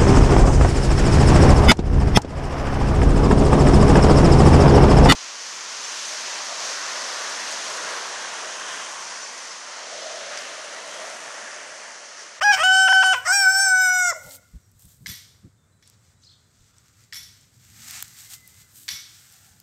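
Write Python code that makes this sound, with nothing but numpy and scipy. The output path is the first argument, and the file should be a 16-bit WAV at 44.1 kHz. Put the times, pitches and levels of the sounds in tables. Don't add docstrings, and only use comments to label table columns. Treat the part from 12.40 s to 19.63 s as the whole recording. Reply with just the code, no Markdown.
import sys
import numpy as np
from scipy import signal
from scipy.fft import rfft, irfft, next_fast_len
from scipy.io import wavfile
from scipy.ndimage import uniform_filter1d, map_coordinates

SR = 44100
rng = np.random.default_rng(int(sys.argv[2]) if len(sys.argv) > 2 else 0)


def log_audio(samples):
    frames = np.atleast_2d(samples).T
    limited = np.clip(frames, -1, 1)
    pcm = np.round(limited * 32767).astype(np.int16)
    wavfile.write(sys.argv[1], SR, pcm)


def ratio(d):
    e = np.asarray(d, float) / 20
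    return 10 ** e


N = 318738
TIME = np.arange(N) / SR


def colour(x, points):
    hz, db = np.transpose(points)
    size = next_fast_len(len(x) + 2048)
    gain = ratio(np.interp(np.log(np.fft.rfftfreq(size, 1 / SR) + 1), np.log(hz), db))
    return irfft(rfft(x, size) * gain, size)[:len(x)]


def level(x, db):
    return x * ratio(db) / np.sqrt(np.mean(x ** 2))


def band(x, lo_hz, hi_hz):
    return signal.sosfilt(signal.butter(3, [lo_hz, min(hi_hz, .47 * SR)], "band", fs=SR, output="sos"), x)


def walk(rate):
    k = int(SR / rate)
    steps = np.repeat(rng.standard_normal(N // k + 1), k)
    smooth = uniform_filter1d(uniform_filter1d(steps, k), k)
    return level(smooth[:N], 0)


def fading(length_s, t60):
    t = np.arange(int(length_s * SR)) / SR
    return t, ratio(-60 * t / t60)


def add(out, s, x):
    i = max(int(s * SR), 0)
    out[i:i + len(x)] += x[:len(out) - i]


def bump(s, width_s):
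    return np.exp(-.5 * ((TIME - s) / width_s) ** 2)


# (pitch_hz, level_db per Hz)
HUM_COLOUR = [(20, -29), (40, -19.5), (70, -7), (100, 2), (150, -7), (220, -14), (310, -21), (430, -22.5),
              (800, -27.5), (1400, -25.5), (2100, -30.5), (2800, -39), (3600, -32.5), (5500, -33),
              (8000, -26.5), (9600, -43), (16000, -49)]


def village():
    noise = level(colour(rng.standard_normal(N), HUM_COLOUR), -59)
    edges_hz = [10, 400, 2700, 9000, 16500]
    hum = np.zeros(N)
    for lo, hi in zip(edges_hz, edges_hz[1:]):
        hum += ratio(walk(1.9) + 1.1 * walk(9)) * band(noise, lo, hi)
    return hum


# (time_s, effort_db, beak_opening_db)
SYLLABLES = [
    [(.008, -28, 0), (.024, -21, 1), (.036, -17, 4), (.05, -15, 0), (.08, -13.5, 0), (.118, -14, 0),
     (.13, -16.5, 5), (.15, -19, 5), (.168, -30, 0)],
    [(.188, -27, 2), (.204, -19.5, 2), (.226, -18.5, 0), (.238, -15, 2.5), (.32, -14, .5), (.47, -16, .5)],
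    [(.5, -14.5, 0), (.62, -15, 0), (.65, -16.5, .5), (.728, -15.5, 1), (.745, -23, 3)],
    [(.78, -33, -3), (.795, -48, 0), (.845, -46, 1), (.86, -27, 1), (.88, -21, 2), (.922, -15, -1)],
    [(.932, -16, 4), (.99, -16, 4.5), (1.03, -16, 2), (1.075, -16.5, -4), (1.115, -16.5, 1.5),
     (1.16, -16.5, 2), (1.214, -16, 4), (1.29, -17, 2)],
    [(1.338, -18, -4), (1.42, -18.5, 0), (1.52, -19, -1), (1.62, -19.5, 0), (1.704, -20, 3),
     (1.734, -47, 2)],
]


def breath():
    s, effort_db, opening_db = np.vstack(SYLLABLES).T
    effort_db, opening_db = np.interp(TIME, s, effort_db), np.interp(TIME, s, opening_db)
    pipe_db = effort_db - 1.1 * opening_db
    beak_db = effort_db - 7.5 + opening_db
    return effort_db, pipe_db, beak_db


# (time_s, length_s, pitch_scatter 0-1, loudness_change_db)
CRACKS = [(0.018, 0.0126, 0.08, 2.5), (0.033, 0.0094, 0, -1), (0.125, .006, 0.07, -4.5),
          (0.144, 0.01235, 0.04, 3), (0.18, 0.028, 0.12, 0), (0.23, 0.0037, 0.1, -8.5),
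          (0.485, 0.00967, 0.1, -2.5), (.527, 0.0039, 0.14, -5), (.635, 0.00964, .16, -4.5),
          (.742, .012, 0.15, 0.5), (0.853, 0.014, 0.06, 1), (0.885, 0.035, 0.035, 1),
          (.921, 0.00346, 0.04, -4.5), (1.04, .05, .004, 0), (1.125, .02, .006, -2), (1.27, .025, .004, 0),
          (1.728, 0.01776, 0.14, -1)]


def cracks():
    scatter, loudness_db = np.full(N, .0011), np.zeros(N)
    for s, length, crack_scatter, crack_loudness_db in CRACKS:
        swell = bump(s, .5 * length)
        scatter += swell * crack_scatter
        loudness_db += swell * crack_loudness_db
    return scatter, loudness_db


# (time_s, pitch_hz)
PITCH = [
    [(.008, 585), (.022, 625), (.027, 750), (.037, 760), (.043, 828), (.114, 822), (.124, 783), (.156, 741),
     (.172, 745)],
    [(.186, 560), (.194, 603), (.229, 665), (.238, 743), (.33, 758), (.4, 763), (.62, 758), (.726, 753),
     (.737, 730)],
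    [(.743, 498), (.79, 490), (.84, 560), (.853, 628), (.872, 618), (.877, 705), (.917, 752), (.928, 795)],
    [(0.96, 805.3), (1.072, 751.4), (1.124, 773.6), (1.14, 767.4), (1.222, 782.4), (1.31, 752.6)],
    [(1.335, 746), (1.415, 750), (1.49, 735), (1.59, 734), (1.74, 696)],
]


def voice_beat(scatter, collapse):
    hz = np.interp(TIME, *np.vstack(PITCH).T) - 280 * collapse
    beat = hz * np.clip(1 + scatter * walk(1100) + 0.0017 * walk(60), .5, 1.5)
    return hz, beat


TRACT_HZ = [380, 760, 1520, 2280]
CHEST_DB = [-5.5, -8.5, -13.5, -12.5]
# (time_s, level_db)
THROAT = [(.05, -24), (.095, -11), (.3, -31), (.8, -30), (.862, -17), (.875, -12), (.89, -26), (.915, -24),
          (.94, -13), (1.2, -27), (1.47, -12), (1.7, -11)]


def low_partials(effort_db, pipe_db, scatter, collapse, hz, phase, shape, home_hz):
    live = slice(0, len(shape))
    slack = np.maximum(1 - hz[live] / home_hz, 0)
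    gulp_db = 25 * np.minimum(2.5 * collapse[live], 1) ** 2
    chest_db = effort_db[live] + 15 * slack + gulp_db + np.interp(shape, range(4), CHEST_DB)
    throat_db = effort_db[live] + 25 * slack + np.interp(TIME[live], *np.transpose(THROAT))
    throat_db += 130 * uniform_filter1d(scatter, size=900)[live]
    tract = np.array([chest_db - 16, chest_db, pipe_db[live], throat_db])
    low = np.zeros(N)
    for k in range(1, 4):
        place = np.interp(k * hz[live], TRACT_HZ, range(4))
        place = place - .8 * np.sin(2 * np.pi * place) / (2 * np.pi)
        db = map_coordinates(tract, [place, np.arange(len(place))], order=1)
        low[live] += ratio(db) * np.cos(k * phase[live])
    return low


SHAPES = [
    [-28, -31, -20.5, -15.5, -35, -33, -42, -36, -58.5, -44, -54.5, -54.5, -48, -46.5, -53.5, -58, -72.5],
    [-6.5, -30, -25, -16, -20, -23.5, -23, -22, -25, -50, -48, -48, -49.5, -44, -44, -50, -51.5],
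    [-32, -31, -20, -5.5, -16.5, -27, -8.5, -15.5, -31.5, -44, -46, -40, -38, -36, -30, -41, -44],
    [-27.5, -23, -36, -12.5, -8, -16, -14, -16, -25, -41.5, -37.5, -40.5, -36.5, -30.5, -28.5, -37.5, -42],
]
MUFFLE_DB = [-7, 0, 0, 0]


def upper_partials(beak_db, beat, phase, shape, home_hz):
    live = slice(0, len(shape))
    upper, power = np.zeros(N), np.full(N, 1e-9)
    for k in range(4, 22):
        column = k * beat[live] / home_hz - 4
        db = map_coordinates(np.array(SHAPES, float), [shape, column], order=1, mode="nearest")
        db = db + (1.5 + 0.17 * k) * walk(22)[live] + .22 * k * walk(170)[live]
        gain = ratio(db) * (k * beat[live] < 16000)
        upper[live] += gain * np.cos(k * phase[live] + .3 * (k - 4) ** 2)
        power[live] += gain ** 2
    upper[live] *= ratio(np.interp(shape, range(4), MUFFLE_DB))
    return ratio(beak_db) * upper / np.sqrt(uniform_filter1d(power, size=600))


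def rasp(pipe_db, beak_db, scatter, phase):
    air = rng.standard_normal(N)
    hiss = level(band(band(air, 4500, 9200), 4500, 9200), -26.5)
    hiss += level(band(air, 2400, 4500), -40) + level(band(air, 11500, 16500), -36.5)
    hiss *= ratio(beak_db + 60 * scatter) * (1 + np.cos(phase))
    crop = ratio(pipe_db) * 3.5 * scatter * level(band(air, 880, 1120), 0)
    return hiss + crop


SHAPE_S = [.036, .046, .112, .124, .16, .19, .8, .92, 1.25, 1.45]
SHAPE_HZ = [826, 758, 775, 738]


def rooster():
    start_s, end_s = .008, 1.734
    gate = np.clip(np.minimum(TIME - start_s, end_s - TIME) / .004, 0, 1)
    collapse = np.exp(np.minimum(TIME - end_s, 0) / .0115)
    effort_db, pipe_db, beak_db = breath()
    scatter, loudness_db = cracks()
    hz, beat = voice_beat(scatter, collapse)
    phase = 2 * np.pi * np.cumsum(beat) / SR
    live = slice(0, 2 * SR)
    shape = np.interp(TIME, SHAPE_S, [.8, 0, 0, .7, .7, 1, 1, 2, 2, 3])[live]
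    home_hz = np.interp(shape, range(4), SHAPE_HZ)
    low = low_partials(effort_db, pipe_db, scatter, collapse, hz, phase, shape, home_hz)
    upper = upper_partials(beak_db, beat, phase, shape, home_hz)
    half_db = -39 + 16 * bump(.66, .025) - 8 * (TIME > 1.33)
    uneven = 1 + ratio(half_db + 3 * walk(30)) * np.cos(phase / 2) + ratio(-37.5) * walk(500)
    voice = np.sqrt(2) * (low + upper) * uneven
    return band(ratio(loudness_db) * gate * (voice + rasp(pipe_db, beak_db, scatter, phase)), 450, 20000)


# (pitch_hz, level_db)
YARD_COLOUR = [(480, 3), (700, -3), (1500, -4), (2300, 0), (3000, -2), (4000, -4.5), (8000, -3.5),
               (16000, -12)]


def yard(x):
    t, near = fading(1.2, t60=0.2)
    far = ratio(-10) * fading(1.2, t60=0.7)[1] * (1 - np.exp(-t / .06))
    tail = colour(rng.standard_normal(len(t)) * (near + far) * (t > .018), YARD_COLOUR)
    echo = signal.fftconvolve(x, tail / np.sqrt(np.sum(tail ** 2)))[:N]
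    return map_coordinates(echo, [np.arange(N) + 7.0 * walk(30)], mode="mirror")


# (peak_s, rise_s for 20 dB, fall_s for 20 dB, level_db, crispness_db)
STIRRINGS = [(.165, .03, .1, -50, 0), (.765, .03, .17, -53, 0), (5.565, .16, .1, -39, -8),
             (1.958, .33, .04, -50, 3), (2.0, .03, .6, -64, -4), (2.4, .02, .5, -63, 3),
             (2.52, .25, .08, -61, 1), (3.47, .07, .2, -60, -15), (3.645, .07, .3, -65.5, -11),
             (3.84, .07, .25, -61, -25), (4.15, .05, 1.9, -66.5, -18), (4.64, 1.2, .2, -61.5, -9),
             (5.0, .3, .28, -60.5, -9), (5.48, .28, .35, -43, -6), (5.61, .2, .06, -42, -8),
             (5.8, .3, .2, -47, -4), (5.944, .2, .04, -43.5, -2), (6.21, 1.1, .25, -55, -3.5),
             (6.37, .07, .3, -52, 3), (6.75, .3, .8, -53, -4.5), (6.95, .55, .3, -55, -4)]
# (pitch_hz, level_db per Hz)
GRASS_COLOUR = [(350, -51), (600, -6.5), (790, -0.5), (957, -8.5), (1240, -1), (2010, 3), (3160, -1),
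                (4050, -1), (5630, -0.5), (8390, 0.5), (10000, -14), (12700, -6.5), (16000, -15.5)]


def rustle():
    s, rise, fall, db, crisp_db = np.transpose(STIRRINGS)[:, :, None]
    power = ratio(db - 20 * np.maximum((s - TIME) / rise, (TIME - s) / fall)) ** 2
    top = ratio(crisp_db) ** 2
    body = ratio(-4.5 - .7 * np.abs(crisp_db + 8)) ** 2
    sizes = ratio(np.minimum(3.2 * rng.exponential(size=N), 11)) * rng.standard_normal(N)
    snaps = (rng.random(N) < 2500 / SR) * sizes
    grains = colour(level(snaps, -2.5) + rng.standard_normal(N), GRASS_COLOUR) * ratio(1.5 * walk(40))
    out = np.zeros(N)
    for share, lo, hi in [(1, 3000, 7600), (top, 9300, 17500), (body, 800, 3450)]:
        out += np.sqrt((share * power).sum(axis=0)) * level(band(grains, lo, hi), 0)
    return out


# (start_s, length_s, from_hz, to_hz, level_db)
CHIRPS = [(3.17, .04, 3700, 3500, -71.5), (3.31, .05, 4100, 3900, -70.5), (1.73, .07, 690, 590, -36),
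          (1.79, .26, 278, 265, -60), (3.76, 0.034, 4000, 3800, -71), (3.815, .025, 7000, 5300, -59),
          (3.832, 0.0122, 3270, 5600, -51.5), (3.836, 0.031, 5546, 4430, -52.5),
          (3.866, 0.0102, 4930, 3670, -47.5), (3.871, 0.01421, 3700, 4740, -48.5),
          (3.884, 0.024, 2862, 4474, -55), (3.903, 0.015, 4540, 4290, -56),
          (3.913, 0.013, 4300, 2796, -55.5), (3.935, 0.009, 2990, 4200, -61.5),
          (4.318, .04, 3600, 3400, -69.5), (2.2, 0.057, 5800, 5600, -69.5)]


def chirps():
    near, far = np.zeros(N), np.zeros(N)
    for s, length, from_hz, to_hz, db in CHIRPS:
        glide_hz = np.geomspace(from_hz, to_hz, int(length * SR))
        whistle = np.sin(2 * np.pi * np.cumsum(glide_hz) / SR)
        add(far if from_hz > 1000 else near, s, ratio(db) * np.hanning(len(whistle)) * whistle)
    return near, far


# (middle_s, width_s, pitch_hz,
# level_db)
MURMURS = [
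    (1.86, .08, 560, -54),
    (1.85, .06, 820, -59),
    (4.2, .3, 1350, -75),
    (5.78, .1, 1900, -63),
    (6.35, .15, 1530, -68),
    (6.85, .25, 1550, -69),
    (7.05, .12, 760, -72),
    (5.5, .15, 220, -68),
    (6.55, .15, 280, -70),
]


def murmurs():
    out = np.zeros(N)
    for s, width, hz, db in MURMURS:
        hoarse = level(band(rng.standard_normal(N), .87 * hz, 1.15 * hz), db)
        out += bump(s, width) * ratio(3.0 * walk(12)) * hoarse
    return out


# (time_s, peak_db, pitch_hz, length_s)
WIND_BUMPS = [(1.849, -44, 107.7, 0.03), (2.142, -33.5, 90.56, 0.032), (2.349, -52, 59.2, 0.03),
              (2.449, -44, 99.6, 0.03), (2.609, -41, 118, 0.0477), (2.687, -35, 116, 0.039),
              (3.045, -37.5, 148, 0.0315), (4.199, -46.5, 75.4, 0.03), (5.633, -51, 99.6, 0.027),
              (6.519, -45.5, 103, 0.03218)]


def wind():
    out = np.zeros(N)
    for s, db, hz, length in WIND_BUMPS:
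        size = int(3 * length * SR)
        x = band(rng.standard_normal(size), 0.434 * hz, 1.61 * hz) * np.hanning(size) ** 2
        add(out, s - length, ratio(db) * x / np.abs(x).max())
    return out


# (time_s, peak_db, centre_hz, spread_octaves each way)
TICKS = [(1.91, -31.5, 5400, 0.57), (1.96, -35, 7595, 1.047), (2.316, -47.5, 8440, 0.62),
         (2.3945, -42.5, 9000, 0.65), (2.422, -39.5, 9000, 0.696), (2.4539, -36, 8050, 0.797),
         (3.476, -35, 6459, 0.703), (3.499, -39.5, 7510, .8), (4.1425, -53.5, 7000, 0.57),
         (4.383, -41, 6500, 0.41), (4.638, -45.5, 4900, .9), (5.0105, -45, 7900, 0.305),
         (5.42, -35, 5004, 0.646), (5.502, -41, 6500, .4), (5.509, -22, 8000, 1.92),
         (5.6253, -15, 4500, 2.17), (5.644, -37, 6000, 0.82), (5.681, -33.5, 8980, 1.106),
         (5.94, -30, 6090, .9), (6.0764, -27.5, 11500, 0.518), (6.924, -37.5, 8470, .8),
         (7.2006, -36.5, 7630, 1.05)]


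def twigs():
    out = np.zeros(N)
    for s, db, hz, octaves in TICKS:
        t, fall = fading(.03, t60=0.0077)
        x = band(rng.standard_normal(len(t)) * fall, hz / 2 ** octaves, hz * 2 ** octaves)
        add(out, s, ratio(db) * x / np.abs(x).max())
    return out


# (time_s, peak_db, dull_thud_db)
KNOCKS = [(2.6598, -19.5, 0), (2.668, -20, -18), (2.68, -28, -18.5), (2.6895, -23, -22),
          (2.697, -22, -11.5), (2.708, -28, -16), (2.714, -27, -16), (2.74, -33, -6), (3.425, -40, -3),
          (4.7245, -23, -1.5), (4.732, -22, -15.5), (4.743, -22.5, -19), (4.7545, -23.5, -14),
          (4.762, -26, -14), (4.771, -28, -14), (4.831, -33, -18), (6.4806, -15.5, -5), (6.488, -10.5, -12),
          (6.505, -20, -12), (6.512, -26, -14), (6.518, -22.5, -13.5), (6.532, -27, -10.5),
          (6.561, -31, -8)]
# (pitch_hz, t60_s, first_place_db, second_place_db, third_place_db)
TIN_TONES = [(1940, .35, -15, -15, -17), (2213, .5, -20, -16, -11), (3450, .4, -12, -11, -9),
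             (4560, .15, -8, -14, -10), (4950, .15, -12, -12, -8), (5453, .52, -15, -5, -10),
             (5840, .55, -13, -10, -6), (8990, .45, -13, -26, -28), (10150, .35, -24, -14, -15),
             (10790, .3, -26, -16, -17), (11130, .35, -22, -22, -19), (12800, .36, -6, -11, -8),
             (13620, .15, -18, -14, -24)]
PLACE_S = [3, 6]
# (pitch_hz, level_db per Hz)
CLANG_COLOUR = [(240, -32.5), (600, -28.5), (1400, -9.5), (2180, -7.5), (2700, -10), (3400, -1.5),
                (4100, -1.5), (5600, -1.5), (6600, -7), (9040, -10.5), (9700, -22), (13100, -14),
                (16000, -32)]


def tin():
    out = np.zeros(N)
    for s, db, thud_db in KNOCKS:
        t, crack = fading(.7, t60=0.015)
        shimmer = ratio(-15.5) * fading(.7, t60=0.66)[1] * (1 - np.exp(-t / 0.0027))
        x = level(colour(rng.standard_normal(len(t)), CLANG_COLOUR), -8.5) * (crack + shimmer)
        purer_db = -.45 * min(db + 22, 0)
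        for hz, t60, *place_db in TIN_TONES:
            ring = np.sin(2 * np.pi * hz * (t + s))
            ring *= 1 + .6 * np.sin(2 * np.pi * .004 * hz * (t + s))
            ring *= 1 + .5 * np.sin(2 * np.pi * .0067 * hz * t)
            struck_db = place_db[np.searchsorted(PLACE_S, s)] - 24.5 + purer_db
            x += ratio(struck_db + 1.5 * rng.standard_normal()) * fading(.7, .75 * t60)[1] * ring
        x = band(x, 212, 6800) + ratio(-.8 * (thud_db + 13)) * band(x, 6800, 21980)
        thud = level(band(rng.standard_normal(len(t)), 1696, 2204), 0)
        x += ratio(thud_db - 7) * fading(.7, t60=0.0348)[1] * thud
        add(out, s, ratio(db) * x * (1 - np.exp(-t / 0.00044)))
    return out


def far_whistle():
    start_s, surge_s, again_s, end_s = 5.72, 5.94, 6.09, 6.28
    gate = np.clip(np.minimum(TIME - start_s, end_s - TIME) / .12 + .5, 0, 1)
    surge = bump(surge_s, .04)
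    hz = (2030 + 40 * surge) * (1 + 0.009 * walk(90))
    db = -65 + 7 * (surge + bump(again_s, .02)) + 4.5 * walk(35)
    return gate * ratio(db) * np.sin(2 * np.pi * np.cumsum(hz) / SR)


def scene():
    hum, bird, grass, knock = village(), rooster(), rustle(), tin()
    sigh, birds = chirps()
    near = sigh + murmurs() + wind() + twigs() + far_whistle()
    echoed = ratio(-16) * bird + ratio(-16.5) * knock + ratio(-1.0) * birds
    mid = bird + knock + birds + near + grass + hum + yard(echoed)
    side = ratio(-18) * band(mid, 1100, 2600) + ratio(-27) * band(mid, 2600, 7500)
    side += ratio(-22) * np.roll(band(mid, 7500, 16000), 3)
    side += ratio(-26) * yard(echoed)
    return np.array([mid + side, mid - side])


def band_limit(x):
    return signal.sosfilt(signal.butter(12, 16980, fs=SR, output="sos"), x)


def record(dry):
    top_cut = signal.ellip(8, .2, 60, 15650, fs=SR, output="sos")
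    mix = signal.sosfilt(top_cut, dry)
    return band_limit(mix)


dry = scene()
out = record(dry)
log_audio(out)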